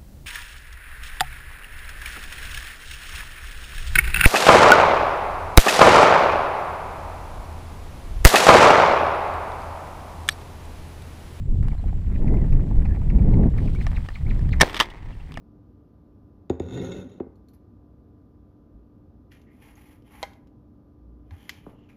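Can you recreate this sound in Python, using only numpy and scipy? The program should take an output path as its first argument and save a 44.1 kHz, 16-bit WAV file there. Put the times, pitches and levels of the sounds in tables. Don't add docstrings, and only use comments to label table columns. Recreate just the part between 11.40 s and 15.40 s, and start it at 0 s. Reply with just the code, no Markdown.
import sys
import numpy as np
from scipy import signal
from scipy.fft import rfft, irfft
from scipy.io import wavfile
from scipy.ndimage import uniform_filter1d

SR = 44100
rng = np.random.default_rng(int(sys.argv[2]) if len(sys.argv) > 2 else 0)


def master(y):
    cut = np.clip(np.atleast_2d(y).T, -1, 1)
    pcm = np.round(cut * 32767)
    wavfile.write(sys.argv[1], SR, pcm.astype(np.int16))


N = 176400
T = np.arange(N) / SR


def from_db(db):
    return 10 ** (np.asarray(db) / 20)


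def rms_one(x):
    return x / np.sqrt(np.mean(x ** 2) + 1e-20)


def in_time(rows):
    s, *columns = np.transpose(rows)
    return [np.interp(T, s, column) for column in columns]


def colour(x, spectrum):
    hz, db = np.transpose(spectrum)
    size = 8192
    grid_hz = np.maximum(np.fft.rfftfreq(size, 1 / SR), 1)
    gain = from_db(np.interp(np.log(grid_hz), np.log(hz), db))
    cepstrum = irfft(np.log(gain))
    cepstrum[1:size // 2] *= 2
    cepstrum[size // 2 + 1:] = 0
    impulse = irfft(np.exp(rfft(cepstrum)))
    return signal.fftconvolve(x, impulse / np.linalg.norm(impulse))[:len(x)]


def noise(spectrum):
    return rms_one(colour(rng.standard_normal(N + SR), spectrum)[SR:])


def drift(rate_hz):
    r = np.exp(-80 * np.pi * rate_hz / SR)
    white = rng.standard_normal(N // 40 + 2002)
    slow = signal.lfilter([1], [1, -2 * r, r * r], white)[2000:]
    return np.interp(np.arange(N) / 40, np.arange(len(slow)), rms_one(slow))


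def evened(x, window_s):
    power = uniform_filter1d(x ** 2, max(int(window_s * SR), 2))
    return x / np.sqrt(np.abs(power) + 1e-12)


def dull(x, hz):
    return signal.lfilter(*signal.butter(1, min(hz, .45 * SR), fs=SR), x)


def add(out, s, x):
    i = int(np.clip(s * SR, 0, N))
    out[i:i + len(x)] += x[:N - i]


def burst(hold_s, t60_s, edge_hz):
    t = T[:SR // 5]
    grain = evened(rng.standard_normal(len(t)), 0.00046)
    return dull(grain * from_db(-60 * np.maximum(t - hold_s, 0) / t60_s), edge_hz)


def pressure_pulse(length_s):
    u = T[:SR // 50] / length_s
    return dull(dull((2 * u - 1) * (u < 1), 3400), 3400)


GRAIN_SPREAD_DB, GRAIN_SHARE = 2.6, .75


def crackle(spectrum, grains_per_s):
    sizes = from_db(GRAIN_SPREAD_DB * np.minimum(rng.exponential(1, N), 5))
    signed = sizes * rng.choice([-1, 1], N)
    hits = rng.random(N) < grains_per_s / SR
    grains = rms_one(colour(signed * hits, spectrum))
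    return np.sqrt(GRAIN_SHARE) * grains + np.sqrt(1 - GRAIN_SHARE) * noise(spectrum)


# t/s, noise level/dB, hold/s, T60/s, upper edge f/Hz, pulse level/dB, pulse length/s
BLASTS = [(3.2094, -8, 0.0022, 0.027, 14070, -15, 0.00025), (3.2123, -15, 0.00068, 0.0043, 3010, -8, .0011),
          (3.2139, -1.5, 0.0026, 0.015, 14900, -8.5, 0.004), (3.2246, -20.5, .002, 0.02, 5000, -3, 0.00094),
          (3.2321, -13, 0.00061, 0.011, 2214, -0.5, .0012)]
# f/Hz, level/dB
GAS_COLOUR = [(35, -42.5), (60, -5), (140, 2), (248, -11.5), (350, -4), (460, -16), (580, -2), (660, -12),
              (740, -5), (931, -6), (1170, 4), (1400, -14.5), (1640, -4), (1820, 2), (2010, -13.5),
              (2220, -2), (2560, -15.5), (2780, -9), (3120, -10.5), (3760, -6), (4500, -15), (5000, -11.5),
              (5840, -10), (6900, -25), (8700, -16.5), (9900, -22.5), (11700, -30), (14100, -26.5),
              (15500, -43.5)]
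# f/Hz, level/dB
NEAR_COLOUR = [(88, -31.5), (150, -6.5), (661, 2), (1540, -22), (2600, -21), (3890, -16.5), (15000, -38)]
# f/Hz, level/dB
FAR_COLOUR = [(150, -8), (350, -1), (600, -11), (950, -4), (1400, -15), (2000, -8), (2900, -20),
              (7000, -37.5), (15000, -52)]
NEAR_TAIL_DB, NEAR_TAIL_T60_S = -30, 0.38
FAR_TAIL_DB, FAR_TAIL_T60_S = -33.5, 1.43
ECHOES_PER_S = 420


def echo_tail(age_s, level_db, t60_s, spectrum):
    decay_db = level_db - 60 * np.maximum(age_s, 0) / t60_s
    return from_db(decay_db + 2.2 * drift(40)) * crackle(spectrum, ECHOES_PER_S)


def shot():
    gas, pulses = np.zeros(N), np.zeros(N)
    for s, db, hold_s, t60_s, edge_hz, pulse_db, length_s in BLASTS:
        add(gas, s, from_db(db) * burst(hold_s, t60_s, edge_hz))
        add(pulses, s, from_db(pulse_db) * pressure_pulse(length_s))
    age_s = T - BLASTS[2][0]
    near = echo_tail(age_s, NEAR_TAIL_DB, NEAR_TAIL_T60_S, NEAR_COLOUR)
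    far = echo_tail(age_s, FAR_TAIL_DB, FAR_TAIL_T60_S, FAR_COLOUR)
    return colour(gas, GAS_COLOUR) + pulses + (near + far) * (age_s > 0)


# t/s, level/dB, T60/s
CONTACTS = [(3.2015, -19, 0.017), (3.2963, -29, 0.022), (3.3443, -23.5, .027), (3.357, -30, 0.03),
            (3.366, -23.5, 0.04), (3.3752, -26, 0.021), (3.3925, -25.5, 0.041), (3.4002, -20, .015),
            (3.4011, -5, 0.018), (3.408, -11.5, .03), (3.4111, -34, 0.024), (3.4188, -26.5, .022),
            (3.4241, -24, 0.028), (3.431, -31, 0.058), (3.455, -38, 0.039), (3.5011, -39.5, 0.046),
            (3.9206, -35, 0.0095), (3.9413, -34.5, 0.0039)]
# f/Hz, level/dB
METAL = [(88, -36), (220, -16), (500, -23), (877, -12.5), (1200, -8.5), (1540, -21.5), (1800, -6.5),
         (2500, -16.5), (3450, -9.5), (4300, -23), (4840, -19), (7000, -31), (8660, -27.5), (10500, -35),
         (14600, -30.5), (15500, -46.5)]
# t/s, level/dB
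SLAMS = [(3.4089, -7.5), (3.4175, -12)]
CONTACT_HOLD_S, CONTACT_EDGE_HZ = 0.00065, 7700
SLIDE_DB, SLIDE_GRAINS_PER_S = -46, 200
SLAM_LENGTH_S = .0007
STOCK_HZ, STOCK_T60_S, STOCK_DB = 1100, 0.025, -8.5


def action():
    hits, thumps = np.zeros(N), np.zeros(N)
    for s, db, t60_s in CONTACTS:
        add(hits, s, from_db(db) * burst(CONTACT_HOLD_S, t60_s, CONTACT_EDGE_HZ))
    sliding = (T > BLASTS[-1][0]) & (T < SLAMS[0][0])
    slide = from_db(SLIDE_DB) * crackle(METAL, SLIDE_GRAINS_PER_S) * sliding
    push = pressure_pulse(SLAM_LENGTH_S)
    t = T[:len(push)]
    stock = from_db(STOCK_DB - 60 * t / STOCK_T60_S) * np.sin(2 * np.pi * STOCK_HZ * t)
    for s, db in SLAMS:
        add(thumps, s, from_db(db) * (push - stock))
    return colour(hits, METAL) + slide + thumps


# t/s, level/dB
CHIPS = [(.314, -53), (0.668, -55), (0.758, -47), (.88, -47), (0.972, -51), (1.127, -45.5), (1.205, -49),
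         (1.456, -42), (1.56, -49), (1.702, -40.5), (1.793, -49.5), (1.94, -39.5), (2.033, -49),
         (2.183, -39.5), (2.279, -44), (2.411, -38.5), (2.569, -35.5), (2.757, -36.5), (2.909, -36.5),
         (3.132, -31)]
# t from reference point/s, f/Hz, level/dB
CHIP = [(-.027, 2710, -39.5), (-.018, 3967, -28), (-.012, 4210, -23), (-.006, 3640, -20),
        (-.003, 2656, -4.5), (0, 2250, -1.5), (.003, 2000, 1), (.006, 1397, -11), (0.011, 948, -13)]
# t/s, opening arch level/dB, length factor/1
ARCH = [(.6, 4.5, 1.5), (1, -16, 1.05), (2.2, -7.5, 1), (2.45, 3, 1.1)]
OVERTONE_DB, CHIP_RASP_DB = -18.5, -17
CHIP_JITTER, CHIP_FLUTTER_DB = .04, 2.5


def chips():
    out = np.zeros(N)
    when, hz, shape = np.transpose(CHIP)
    arch, length_factor = in_time(ARCH)
    for s, level_db in CHIPS:
        i = int(s * SR)
        stretch = length_factor[i]
        t = np.arange(when[0], when[-1], 1 / (SR * stretch))
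        pitch_hz, shape_db = np.interp(t, when, hz), np.interp(t, when, shape)
        jitter = 1 + CHIP_JITTER * drift(250)[:len(t)]
        phase = 2 * np.pi * np.cumsum(pitch_hz * jitter) / SR
        overtones = np.sin(2 * phase) + 0.34 * np.sin(3 * phase)
        roughness = rms_one(dull(dull(rng.standard_normal(len(t)), 1500), 1500))
        rasp = from_db(CHIP_RASP_DB) * roughness * np.sin(phase)
        tone = np.sin(phase) + from_db(OVERTONE_DB + shape_db / 2) * overtones + rasp
        arch_db = arch[i] * np.interp(t, when[3:5], [1, 0])
        flutter_db = CHIP_FLUTTER_DB * drift(200)[:len(t)]
        add(out, s + when[0] * stretch, from_db(level_db + shape_db + arch_db + flutter_db) * tone)
    return out


# start t/s, length/s, start f/Hz, middle f/Hz, end f/Hz, level/dB
PEEPS = [(0.376, 0.035, 4170, 4110, 3700, -67.5), (0.46, 0.036, 3990, 4010, 3870, -66.5),
         (0.892, 0.036, 1960, 2025, 1850, -52), (0.931, 0.045, 1943, 2053, 2000, -54.5),
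         (0.982, 0.075, 2070, 1916, 1747, -56), (1.474, .028, 1792, 1678, 1630, -56),
         (1.491, 0.055, 1830, 1724, 1850, -51), (2.351, 0.027, 2260, 2292, 2544, -51),
         (2.86, 0.012, 1828, 2132, 2400, -48.5), (3.517, 0.013, 2060, 2003, 2060, -44.5),
         (3.721, 0.014, 3740, 2790, 2880, -51), (3.794, 0.017, 3400, 2600, 3650, -54.5),
         (3.95, .02, 3270, 2350, 2280, -48)]
PEEP_WAVER_HZ, PEEP_FLUTTER_DB = 50, 4


def peeps():
    out = np.zeros(N)
    for s, length_s, start_hz, middle_hz, end_hz, level_db in PEEPS:
        u = np.linspace(0, 1, int(length_s * SR))
        glide_hz = np.polyval(np.polyfit([0, .5, 1], [start_hz, middle_hz, end_hz], 2), u)
        pitch_hz = glide_hz + PEEP_WAVER_HZ * drift(90)[:len(u)]
        flutter_db = PEEP_FLUTTER_DB * drift(73)[:len(u)]
        envelope = from_db(level_db + flutter_db) * np.abs(np.sin(np.pi * u)) ** .5
        add(out, s, envelope * np.sin(2 * np.pi * np.cumsum(pitch_hz) / SR))
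    return out


# f/Hz, level/dB
SCATTER = [(1200, -21.5), (2150, 4), (3200, -15)]
SCATTER_DB, SCATTER_T60_S = -9.5, 0.15
BIRD_ECHO_S, BIRD_ECHO_DB = .007, -7


def birds():
    calls = chips() + peeps()
    brush = colour(burst(0, SCATTER_T60_S, 5000), SCATTER)
    scattered = rms_one(signal.fftconvolve(calls, brush)[:N]) * calls.std()
    ground = np.interp(T - BIRD_ECHO_S, T, calls)
    return calls + from_db(BIRD_ECHO_DB) * ground + from_db(SCATTER_DB) * scattered


# t/s, level/dB
FLAPS = [(.329, -42), (.348, -40), (.394, -42.5), (0.439, -37), (0.484, -51), (0.527, -40), (0.844, -37),
         (.883, -38), (.941, -30.5), (1.042, -33.5), (1.312, -35), (1.452, -34), (1.568, -39),
         (1.616, -34.5), (1.981, -38)]
# f/Hz, level/dB
FLAP_COLOUR = [(300, -29), (650, 2.5), (830, 7), (1100, -9), (1500, -16.5), (5000, -40)]
FLAP_HOLD_S, FLAP_T60_S = 0.00055, .024


def flaps():
    out = np.zeros(N)
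    for s, db in FLAPS:
        add(out, s, from_db(db) * burst(FLAP_HOLD_S, FLAP_T60_S, 11000))
    return colour(out, FLAP_COLOUR)


# t/s, peak level/dB, upper edge f/Hz
KNOCKS = [(2.467, -21, 4000), (2.6872, -26, 1800), (2.993, -39, 6000), (3.091, -33, 4000),
          (3.9732, -22.5, 2500)]
# f/Hz, level/dB, T60/s
HOUSING = [(370, 1, 0.019), (668, 10, 0.021), (830, 6, 0.0078), (1190, 7, .02), (1800, 16, 0.015),
           (2760, 1.5, 0.021), (4900, -5, 0.037), (8570, 1, 0.0094)]
KNOCK_T60_S = .016


def knocks():
    out = np.zeros(N)
    for s, db, edge_hz in KNOCKS:
        contact, sound = burst(0, KNOCK_T60_S, edge_hz), 0
        for hz, mode_db, t60_s in HOUSING:
            r, w = from_db(-60 / (t60_s * SR)), 2 * np.pi * hz / SR
            mode = signal.lfilter([1, 0, -1], [1, -2 * r * np.cos(w), r * r], contact + 1e-18)
            sound = sound + from_db(mode_db) * mode
        add(out, s, from_db(db) * sound / np.abs(sound).max())
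    return out


# t/s, level/dB
SNAPS = [(.2278, -43.5), (.242, -48), (0.2738, -47), (0.2829, -38), (0.4807, -48), (.331, -53),
         (0.3787, -52), (1.125, -43), (1.455, -55), (2.178, -40), (2.349, -42), (2.582, -44), (2.947, -45)]
# f/Hz, level/dB
SNAP_COLOUR = [(300, -3), (800, 8.5), (2000, 1.5), (4200, -12.5), (7000, -17.5), (10500, -18.5),
               (14000, -24)]
SNAP_HOLD_S, SNAP_T60_S = .001, .02


def snaps():
    out = np.zeros(N)
    for s, db in SNAPS:
        add(out, s, from_db(db) * burst(SNAP_HOLD_S, SNAP_T60_S, 15000))
    return colour(out, SNAP_COLOUR)


# t/s, level/dB
RUSTLING = [(0, -66.5), (.21, -69), (.24, -55.5), (.36, -58), (.7, -57), (.9, -55), (2.1, -55.5),
            (2.25, -52.5), (2.55, -51), (2.8, -54), (3.18, -52), (3.5, -64), (4, -56.5)]
# f/Hz, level/dB
RUSTLE_COLOUR = [(200, -5), (500, 7), (900, 9), (1400, 2.5), (2000, 5), (2600, -3.5), (3500, -34),
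                 (5200, -26), (7000, -32.5), (8700, -26), (11000, -22.5), (15000, -33)]
# t/s, level/dB
SWISHING = [(0, -70.5), (.21, -68.5), (.36, -67), (2.14, -67), (2.19, -60.5), (2.4, -58), (2.6, -59.5),
            (2.8, -63.5), (3.18, -62.5), (3.5, -70), (4, -63.5)]
# f/Hz, level/dB
SWISH_COLOUR = [(1500, -4), (3000, 9.5), (5300, 0), (7000, -7), (8700, -2.5), (11000, -15.5), (15000, -11)]
RUSTLE_GRAINS_PER_S = 230


def rustle():
    grass_db = in_time(RUSTLING)[0] + 2 * drift(14)
    grass = from_db(grass_db) * crackle(RUSTLE_COLOUR, RUSTLE_GRAINS_PER_S)
    swish_db = in_time(SWISHING)[0] + 2 * drift(40)
    return grass + from_db(swish_db) * noise(SWISH_COLOUR)


# t/s, rumble level/dB, buffeting level/dB
WIND = [(0, -27, -49), (.12, -17, -35), (.3, -18.5, -35), (.38, -27.5, -51), (.46, -19.5, -36),
        (.63, -23.5, -40.5), (.76, -18, -31.5), (.93, -15.5, -20.5), (1.06, -18, -28), (1.16, -9.5, -27.5),
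        (1.25, -27, -28), (1.37, -12.5, -29.5), (1.6, -21, -33), (1.7, -16.5, -27.5), (1.77, -13.5, -23),
        (2.06, -13.5, -15.5), (2.11, -18.5, -34), (2.25, -20, -25), (2.45, -20, -38), (2.6, -22.5, -39.5),
        (2.7, -32.5, -50.5), (2.8, -27, -49.5), (2.87, -19, -30), (3.19, -18.5, -35), (3.225, -21, -53),
        (3.26, -37.5, -53.5), (3.56, -42.5, -53.5), (3.66, -32, -45.5), (3.82, -35.5, -50.5),
        (4, -36.5, -38)]
# f/Hz, level/dB
RUMBLE = [(10, -12.5), (22, 3), (40, -1.5), (70, -3), (110, -10), (150, -14), (250, -31.5), (500, -100)]
# f/Hz, level/dB
BUFFET = [(60, -23), (110, 0), (160, -1), (210, -4.5), (300, -12), (450, -20), (700, -30), (1000, -36.5),
          (1500, -63), (4000, -105)]
LUMP_DB = 1.5


def wind():
    rumble_db, buffet_db = in_time(WIND)
    lumps_db = LUMP_DB * drift(55)
    rumble = from_db(rumble_db + lumps_db / 2) * evened(noise(RUMBLE), 0.11)
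    buffeting = from_db(buffet_db + lumps_db) * evened(noise(BUFFET), 0.059)
    return rumble + buffeting


# f/Hz, level/dB
HISS = [(1500, -11.5), (2500, 6), (4000, -14), (6500, -5), (9000, -4), (12000, -12.5), (15000, -8)]
HISS_DB = -71.5
WHINE_HZ, WHINE_DB, WHINE_WAVER_HZ = 7420, -74, 130
BLIP_HZ, BLIP_EVERY_S, BLIP_LENGTH_S, FIRST_BLIP_S = 420, .1252, .009, .058
DIP_DB, DIP_RECOVERY_DB_PER_S = 22, 19.5


def camera_noise():
    blip = (T - FIRST_BLIP_S) % BLIP_EVERY_S < BLIP_LENGTH_S
    pitch_hz = WHINE_HZ + BLIP_HZ * blip + WHINE_WAVER_HZ * drift(110)
    whine = from_db(WHINE_DB) * np.sin(2 * np.pi * np.cumsum(pitch_hz) / SR)
    age_s = T - BLASTS[0][0]
    dip_db = np.maximum(DIP_DB - DIP_RECOVERY_DB_PER_S * age_s, 0) * (age_s > 0)
    return from_db(-dip_db) * (whine + from_db(HISS_DB) * noise(HISS))


def scene():
    gun = shot() + action()
    handling = knocks() + snaps() + rustle()
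    return (gun + birds() + flaps() + handling + wind() + camera_noise())[None]


OVERLOAD, CUTOFF_HZ = 1, 15800


def record(dry):
    clipped = dry / (1 + (dry / OVERLOAD) ** 4) ** (1 / 4)
    low_pass = signal.ellip(10, .1, 80, CUTOFF_HZ, fs=SR, output="sos")
    return signal.sosfilt(low_pass, clipped)


dry = scene()
out = record(dry)
master(out)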